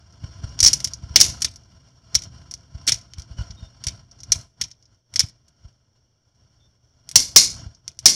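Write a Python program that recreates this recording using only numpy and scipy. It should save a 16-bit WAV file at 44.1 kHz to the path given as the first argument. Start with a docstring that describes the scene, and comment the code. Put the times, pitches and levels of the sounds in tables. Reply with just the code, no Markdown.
"""In a quiet room, close to a small microphone, a magnetised screwdriver picks up steel screws from a tray.
The screws snap onto the tip and chatter against each other. Some drop and set the sheet-metal tray
ringing, and the hardest blows overload the microphone's input. The moving hands add soft thumps and
rustle. A few thin squeaks sound over a faint hiss and hum."""
import sys
import numpy as np
from scipy import signal
from scipy.fft import rfft, irfft
from scipy.io import wavfile
from scipy.ndimage import uniform_filter1d

SR = 44100
rng = np.random.default_rng(int(sys.argv[2]) if len(sys.argv) > 2 else 0)


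def inscribe(sig):
    """Save sig as 16-bit PCM at rate SR to the path in sys.argv[1].

    A 1-D sig is mono; a 2-D sig holds one channel per row.
    Samples are clipped to [-1, 1] before scaling.
    """
    pcm = np.round(np.clip(np.atleast_2d(sig).T, -1, 1) * 32767)
    wavfile.write(sys.argv[1], SR, pcm.astype(np.int16))


N = 359414

# Screws meeting the tip or each other. Each row: start in seconds, level in dB, body (below 4 kHz) in dB,
# edge (above 7 kHz) in dB, tiny bounces compared with the first tick in dB.
SCREW_CLICKS = [(0.591, -26.5, 3, -7, -1), (0.604, -12, -3, -3, 3), (0.6282, -11, -3, 1, 20),
                (0.6395, -11.5, -1, 0, 2.5), (0.6479, -6, -3, -7, -2), (0.6608, -9, -3.5, -13, 13),
                (0.6637, -8.5, -1.5, 0, 6), (0.6757, -9, -7, 0, -2), (0.6819, -12.5, -1.5, -4, 3),
                (0.7319, -12, -4, 0.5, 7), (0.8034, -31.5, 6, -0.5, 1), (0.8438, -17.5, -23, -1, 9),
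                (0.8457, -29, 10.5, -3, 20), (0.8736, -32, 6.5, 0, 1), (0.9355, -28.5, -9, -6.5, -0.5),
                (1.2027, -10, 1, 2, 4), (1.407, -42, 6, 5, 5), (1.4199, -18, 1, 1.5, 9),
                (1.4453, -16, 6.5, 0.5, 24.5), (1.5593, -41.5, -3, -1, 2.5), (2.146, -24, 0.5, -7, 2.5),
                (2.152, -10, 1, -3, 3), (2.2202, -35, 6, -3, 12), (2.2364, -38.5, 1.5, -2, 8),
                (2.5115, -33, 0.5, -0.5, 8), (2.5394, -30.5, -1.5, -3.5, -3), (2.8686, -29, -10, 3, 4.5),
                (2.8766, -15.5, 8.5, 2.5, 6), (2.8834, -16, 8.5, -1.5, 26), (2.8942, -16, 11.5, 4.5, -5),
                (2.9206, -13.5, 3.5, -3.5, 6.5), (2.942, -28, 2, -1, 5.5), (3.1361, -40.5, 10, -5, -3),
                (3.1838, -42.5, 8.5, 2, 3), (3.1969, -40.5, 4, -2, 3), (3.2206, -42.5, 1, -6.5, -2),
                (3.507, -40, 6, -18, 6.5), (3.8389, -31, 5.5, -1.5, 8.5), (3.868, -22, 7, 0, 11),
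                (3.884, -25.5, 7, -6, 5.5), (4.113, -47, -9, -12.5, 7), (4.2038, -43, -3, -8.5, 5.5),
                (4.2334, -37, -2, -4.5, 4), (4.3194, -9, 1.5, -1.5, 15.5), (4.6131, -19, 8, 0, 12),
                (4.6381, -30.5, -3, -8, 8), (4.7143, -42, 2.5, -9.5, -0.5), (4.826, -56, -4, -14, 4.5),
                (4.8552, -55.5, -3, -18, 5), (5.1393, -36.5, 7, 1.5, 5), (5.1589, -17.5, 3, -4, 8.5),
                (5.1937, -9.5, 1.5, 0.5, 6), (5.203, -14.5, 5.5, -1, 10), (5.482, -57, 4, 2.5, 8),
                (7.091, -34, 3, 4.5, -2.5), (7.114, -34.5, 6.5, 6.5, -1), (7.748, -50.5, -5, -16, 8),
                (7.8795, -28.5, 2, -2.5, -5.5), (7.99, -32, 0, 0.5, 2)]
# Screws hitting the tray. Each row: start in seconds, then impact, ring, body and edge, all in dB.
SCREW_DROPS = [(0.6595, -31, -31.5, 14.5, 6.5), (0.7325, -38, -38, -15.5, -1.5), (1.1591, -2, -24, 8, -2),
               (1.211, -0.5, -21, 1, 0.5), (2.8771, -20.5, -38.5, 1, -1), (4.3196, -18, -43, -1, 4.5),
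               (7.157, 2, -16.5, -1, 2.5), (7.361, 9, -7, -3, 1), (8.0573, 4, -12, -1.5, 1)]
# Soft knocks of the hand. Each row: start in seconds, level in dB, pitch in Hz.
HAND_KNOCKS = [(0.237, -17.5, 82), (0.437, -16, 72), (0.625, -15.5, 57), (1.033, -24, 72.6),
               (1.105, -24, 75), (1.201, -26, 101), (1.284, -24, 82.5), (2.159, -24, 75),
               (2.268, -30.5, 103), (2.748, -23.5, 76), (2.92, -27, 107), (3.181, -23.5, 69),
               (3.308, -24.5, 65), (3.387, -17, 62.7), (3.406, -17.5, 75), (3.499, -26.5, 75),
               (3.624, -26.5, 70.8), (3.867, -20, 72), (4.298, -26.5, 70), (4.357, -26, 66),
               (5.235, -21, 104), (5.648, -30, 57.7), (7.162, -24, 110), (7.661, -24.5, 68)]
# The tone colour of the tray's many weak notes. Each row: frequency in Hz, level in dB.
SHEET_COLOUR = [(150, -13), (500, -22), (1400, -29), (2150, -17.5), (3100, -18.5), (4000, -11),
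                (4400, -7.5), (5800, -0.5), (6500, -7.5), (7800, -14), (10500, -17), (13800, -28.5),
                (15500, -52)]


def screws(ring_t60=0.042, shifts=20, shift_db=-8, spread_db=2):
    """The magnet pulls the screws in. Held fast, they hardly ring, and tick faintly as the hand moves."""
    out, movement = np.zeros(N), hand_movement()
    for start, db, body_db, edge_db, scatter_db in SCREW_CLICKS:
        add(out, start, gain_of(db) * steel_tick(body_db, edge_db, scatter_db, ring_t60))
    for sample, strength in zip(rng.integers(0, N, shifts), rng.standard_normal(shifts)):
        tick = steel_tick(body_db=-2.5, edge_db=-8.5, scatter_db=0, t60=ring_t60)
        add(out, sample / SR, movement[sample] * gain_of(shift_db + spread_db * strength) * tick)
    return out


def steel_tick(body_db, edge_db, scatter_db, t60, size=4096):
    """One sharp tick, then tiny bounces and echoes off tray and bench that fade 60 dB in t60 seconds."""
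    # A steel contact at the microphone, strongest near 5.6 kHz. Each row: frequency in Hz, level in dB.
    tick_colour = [(150, -30), (900, -37), (1600, -27.5), (2200, -20.5), (2700, -23), (3800, -16),
                   (4500, -9.5), (5700, 1), (6300, -5.5), (7200, -15), (9800, -19), (11500, -27),
                   (13800, -37), (15500, -60.5)]
    t = np.arange(size) / SR
    scatter = rng.choice([-1., 1.], size) * gain_of(-60 * t / t60) * (1 - np.exp(-t / 0.00061))
    blow = gain_of(scatter_db) * scatter / np.linalg.norm(scatter)
    blow[0] += 1  # the first tick
    tick = coloured(blow, tick_colour, body_db, edge_db)
    return tick / np.std(tick[:SR // 125])  # the first 8 ms set the level


def tray(weak_notes=700, rattle_db=-2.5, taps_per_s=750, rattle_t60=.28):
    """Falling screws clatter on the metal sheet, rattle to rest and leave it ringing."""
    # Weaker taps are duller. 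Each row: frequency in Hz, seconds to fade by an extra 60 dB.
    dulling = [(4500, 15), (6500, 8.4), (9000, 4.2), (14000, .45)]
    out = np.zeros(N)
    # A thin plate's notes are about evenly spaced in frequency.
    crowd_hz = np.linspace(150, 15500, weak_notes) + rng.uniform(-12, 12, weak_notes)
    for start, impact_db, ring_db, body_db, edge_db in SCREW_DROPS:
        add(out, start, gain_of(impact_db) * steel_tick(body_db, edge_db, scatter_db=12.5, t60=0.035))
        add(out, start, gain_of(ring_db) * tray_ring(crowd_hz, body_db, edge_db))
        taps = coloured(rattle(taps_per_s, rattle_t60), SHEET_COLOUR, body_db, edge_db)
        rim_scatter = rattle(taps_per_s=4500, t60=0.028, size=1024)
        clatter = signal.oaconvolve(faded(taps, dulling), rim_scatter)
        add(out, start, gain_of(ring_db + rattle_db) * clatter / np.std(clatter[:SR // 40]))
    return out


def tray_ring(crowd_hz, body_db, edge_db, clear_db=-1, size=32768):
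    """The struck sheet rings with a few clear notes in a crowd of weak ones, different at each spot."""
    # The tray's strongest notes. Each row: frequency in Hz, level in dB, seconds to fade by 60 dB.
    clear_notes = [(1110, -24, .35), (2137, -12, .28), (2562, -19, .25), (3542, -16, .28), (4236, -7, .35),
                   (4403, -7, .31), (4659, -10, .3), (4991, -1, .31), (5209, -2, .29), (5583, -1, .27),
                   (5872, 0, .33), (6132, -3, .28), (6745, -11, .33), (6912, -11, .3), (8942, -17, .3)]
    # How long the weak notes ring. Each row: frequency in Hz, seconds to fade by 60 dB.
    sheet_fade = [(200, .5), (700, .38), (2000, .33), (5500, .31), (9000, .26), (14000, .19)]
    t, attack = np.arange(size) / SR, slice(SR // 50)
    phases = rng.uniform(0, 2 * np.pi, len(clear_notes))
    clear = sum(gain_of(db - 60 * t / t60) * np.sin(2 * np.pi * hz * t + phase)
                for (hz, db, t60), phase in zip(clear_notes, phases))
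    spectrum = np.zeros(size // 2 + 1, complex)
    spectrum[(crowd_hz * size / SR).astype(int)] = rng.standard_normal((len(crowd_hz), 2)) @ [1, 1j]
    crowd = unit_level(coloured(faded(irfft(spectrum), sheet_fade), SHEET_COLOUR, body_db, edge_db))
    ring = crowd / np.std(crowd[attack]) + gain_of(clear_db) * clear / np.std(clear[attack])
    return ring / np.std(ring[attack]) * (1 - np.exp(-t / 0.0014))


def rattle(taps_per_s, t60, size=16384):
    """A dying run of tiny uneven taps, as when a screw rocks and rolls after a blow."""
    t = np.arange(size) / SR
    taps = (rng.random(size) < taps_per_s / SR) * rng.standard_normal(size) * gain_of(-60 * t / t60)
    return taps / (np.linalg.norm(taps) + 1e-12)


def hands(rustle_db=-10.0, swell_s=0.0051, rub_db=-29, bench_t60=.06):
    """Moving hands rumble and rustle. Each knock is a short, low push with a brush of noise."""
    # The tone colours of the rustle and the rumble. 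Each row: frequency in Hz, level in dB.
    rustle_colour = [(100, -13), (280, -3), (650, 3.5), (1000, -1), (1450, -6), (2400, -8.5), (3200, -3),
                     (4000, -9.5), (5600, 1.5), (7000, -16.5), (10000, -26.5), (15000, -46)]
    rumble_colour = [(20, -28), (45, -7), (70, -1.5), (120, -2.5), (170, -13.5), (300, -21), (600, -48.5),
                     (2000, -84.5)]
    catching_db = 2.8 * noise([(3, 0), (25, -3), (80, -14), (200, -60)])  # makes the rustle uneven
    rustle = noise(rustle_colour) * gain_of(catching_db)
    bench_scatter = rattle(taps_per_s=5300, t60=bench_t60, size=4096)
    rustle = unit_level(rustle + signal.oaconvolve(rustle, bench_scatter)[:N])
    out = hand_movement() * (noise(rumble_colour) + gain_of(rustle_db) * rustle)
    t = np.arange(SR // 8) / SR
    push = (t / swell_s) ** 2 * np.exp(2 * (1 - t / swell_s))
    for start, db, hz in HAND_KNOCKS:
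        rub = gain_of(rub_db) * rustle[rng.integers(N - len(t)):][:len(t)]
        add(out, start, gain_of(db) * push * (np.sin(2 * np.pi * hz * t) + rub))
    return signal.sosfilt(signal.butter(3, 40, "highpass", fs=SR, output="sos"), out)


def hand_movement(jolt_db=-23.5, max_jolt_db=-39, knock_db=-21.5, rise_db_per_s=450, fall_db_per_s=193):
    """How strong the hand noise is over time, with a short swell around every snap, drop and knock."""
    # How busily the hands move. Each row: time in seconds, level in dB.
    motion = [(0, -55), (0.3, -46), (0.75, -39), (0.97, -47.5), (1.28, -38), (1.62, -54.5), (1.76, -51),
              (1.95, -58), (2.32, -44), (2.66, -53.5), (2.78, -46), (3.1, -52.5), (3.63, -45.5),
              (3.72, -56), (3.93, -42.5), (4.08, -57.5), (4.4, -41.5), (4.5, -65.5), (4.82, -68),
              (4.93, -57), (5.05, -76), (5.45, -62.5), (6.24, -66), (6.45, -59.5), (6.85, -67),
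              (7.3, -48.5), (7.62, -39.5), (7.75, -59.5), (8.15, -65.5)]
    t = np.arange(0, N, 64) / SR
    # A harder snap jolts the hand more, up to a limit.
    jolts = [(at, min(jolt_db + 0.98 * db, max_jolt_db)) for at, db, *_ in SCREW_CLICKS + SCREW_DROPS]
    jolts += [(at, db + knock_db) for at, db, _ in HAND_KNOCKS]
    swells_db = [db - np.maximum(rise_db_per_s * (at - t), fall_db_per_s * (t - at)) for at, db in jolts]
    motion_db = np.interp(t, *np.transpose(motion))
    level = np.hypot(gain_of(motion_db), gain_of(np.max(swells_db, axis=0)))
    return np.interp(np.arange(N) / SR, t, level)


def squeaks(waver=.012, flutter_db=3):
    """Thin squeaks, unsteady in pitch and level. Most fall slightly."""
    # Each row: start in seconds, length in seconds, level in dB, first pitch in Hz, last pitch in Hz.
    glides = [(3.366, 0.063, -47, 3030, 2866), (3.377, 0.05, -51.5, 1502, 1434),
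              (3.561, 0.05, -53.5, 3710, 3650), (3.602, 0.094, -58, 3660, 3590),
              (6.585, 0.11, -65.5, 3540, 3570)]
    out = np.zeros(N)
    for start, length, db, first_hz, last_hz in glides:
        n = int(length * SR)
        wobble, flutter = unit_level(uniform_filter1d(rng.standard_normal((2, SR)), 150))[:, :n]
        hz = np.linspace(first_hz, last_hz, n) * (1 + waver * wobble)
        level = gain_of(db + flutter_db * flutter) * signal.windows.tukey(n, .7)
        add(out, start, level * np.sin(2 * np.pi * np.cumsum(hz) / SR))
    return out


def after_sounds(x, tail_db=-24, after_tick_db=-13, after_tick_s=.016, sweep_s=0.018):
    """A dull, falling after-tick follows each click. Apart from it, the walls echo and the room leaves a short,
    faint tail."""
    # How long the room rings. Each row: frequency in Hz, seconds to fade by 60 dB.
    room_fade = [(200, .4), (1000, .3), (4000, .24), (12000, .14)]
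    # Echoes from the walls. Each row: delay in seconds, level in dB.
    walls = [(0.0372, -28.5), (.069, -36), (.092, -36.5)]
    t = np.arange(SR) / SR
    tail = faded(rng.standard_normal(SR), room_fade) * (1 - np.exp(-t / .008))
    echoes = gain_of(tail_db) * signal.oaconvolve(x, tail / np.linalg.norm(tail))[:N]
    hz = np.linspace(4400, 1800, int(sweep_s * SR))
    sweep = np.sin(2 * np.pi * np.cumsum(hz) / SR) * signal.windows.tukey(len(hz), .5)
    after_ticks = signal.oaconvolve(x, sweep / abs(rfft(sweep)).max())
    add(echoes, after_tick_s, gain_of(after_tick_db) * after_ticks)
    for delay, db in walls:
        add(echoes, delay, gain_of(db) * x)
    return echoes


def background(hiss_db=-69.0, hum_db=-68, hum_hz=121):
    """A slightly wavering hiss and the room's faint low hum."""
    # The tone colour of the hiss. Each row: frequency in Hz, level in dB.
    hiss_colour = [(100, 5.5), (600, -5), (1000, -11.5), (2400, -18.5), (3300, -12), (3900, -18.5),
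                   (5100, -12), (5550, 0), (6050, -4.5), (6700, -23), (9000, -28.5), (15000, -36)]
    waver_db = 1.8 * noise([(1, 0), (8, -3), (25, -20), (100, -70)])
    hum = np.sqrt(2) * np.sin(2 * np.pi * hum_hz * np.arange(N) / SR)
    return gain_of(hiss_db + waver_db) * noise(hiss_colour) + gain_of(hum_db) * hum


def microphone_housing(x):
    """The hollow housing of the microphone boosts some narrow bands and weakens others."""
    # The housing's peaks and dips. Each row: frequency in Hz, width in Hz, boost or cut in dB.
    bands = [(620, 110, 2), (1450, 110, 3), (2250, 130, 2), (2600, 240, -4), (2900, 100, 2), (3310, 110, 2),
             (3950, 200, -4), (4280, 130, 3), (4600, 70, 3), (4750, 140, -3), (5530, 110, 3), (6750, 90, 4),
             (7200, 80, 3), (8680, 130, 3)]
    for hz, width, db in bands:
        x = x + (gain_of(db) - 1) * signal.lfilter(*signal.iirpeak(hz, hz / width, SR), x)
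    return x


def gain_of(db):
    """Turns decibels into a number to multiply by."""
    return 10 ** (np.asarray(db) / 20)


def unit_level(x):
    """Scales a sound to an average (rms) level of 1."""
    return x / np.sqrt(np.mean(x ** 2) + 1e-20)


def value_at(points, hz):
    """Looks up a table, joining its points with straight lines over log frequency."""
    points_hz, values = np.transpose(points)
    return np.interp(np.log(hz + 1), np.log(points_hz + 1), values)


def add(mix, start, sound):
    """Lays a sound into the mix at a start time in seconds."""
    part = mix[max(round(start * SR), 0):][:len(sound)]
    part += sound[:len(part)]


def coloured(x, colour, body_db, edge_db, size=2048):
    """Gives a sound a tone colour, with its lows (body) and highs (edge) turned up or down."""
    hz = np.fft.rfftfreq(size, 1 / SR)
    db = value_at(colour, hz) + value_at([(3400, body_db), (4800, 0), (6300, 0.0062), (7800, edge_db)], hz)
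    # Folding the cepstrum makes the filter ring only after a blow, never before it.
    cepstrum = irfft(np.log(gain_of(db)))
    cepstrum[1:size // 2] *= 2
    cepstrum[size // 2 + 1:] = 0
    return signal.oaconvolve(x, irfft(np.exp(rfft(cepstrum))))[:len(x)]


def noise(colour):
    """Steady noise of level 1, shaped by pairs of frequency in Hz and level in dB."""
    gains = gain_of(value_at(colour, np.fft.rfftfreq(N, 1 / SR)))
    return unit_level(irfft(rfft(rng.standard_normal(N)) * gains, N))


def faded(x, fade_times, size=256):
    """Lets each frequency band of a sound die away at its own speed."""
    hz, t, bands = signal.stft(x, SR, nperseg=size)
    fade = gain_of(-60 * t / value_at(fade_times, hz)[:, None])
    return signal.istft(bands * fade, SR, nperseg=size)[1][:len(x)]


def scene():
    """Steel in the room, squeaks, and hand and background noise that ring the housing more strongly."""
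    steel = screws() + tray()
    return (steel + after_sounds(steel) + squeaks() + microphone_housing(hands() + background()))[None]


def record(dry, gate_s=.07, gate_db=-58.5, gate_slope=0.62, max_cut_db=9, top_hz=15950):
    """The housing colours it all, hard blows clip, a gate turns quiet parts down, the top treble is cut."""
    clipped = np.clip(microphone_housing(dry), -1, 1)
    window = np.hanning(int(gate_s * SR))
    power = abs(signal.oaconvolve(clipped ** 2, window[None] / window.sum(), "same"))
    level_db = 10 * np.log10(power + 1e-12)
    gated = clipped * gain_of(np.clip(gate_slope * (level_db - gate_db), -max_cut_db, 0))
    low_pass = signal.firwin(255, top_hz, window=("kaiser", 8), fs=SR)
    return signal.oaconvolve(gated, low_pass[None], "same")


dry = scene()
out = record(dry)
inscribe(out)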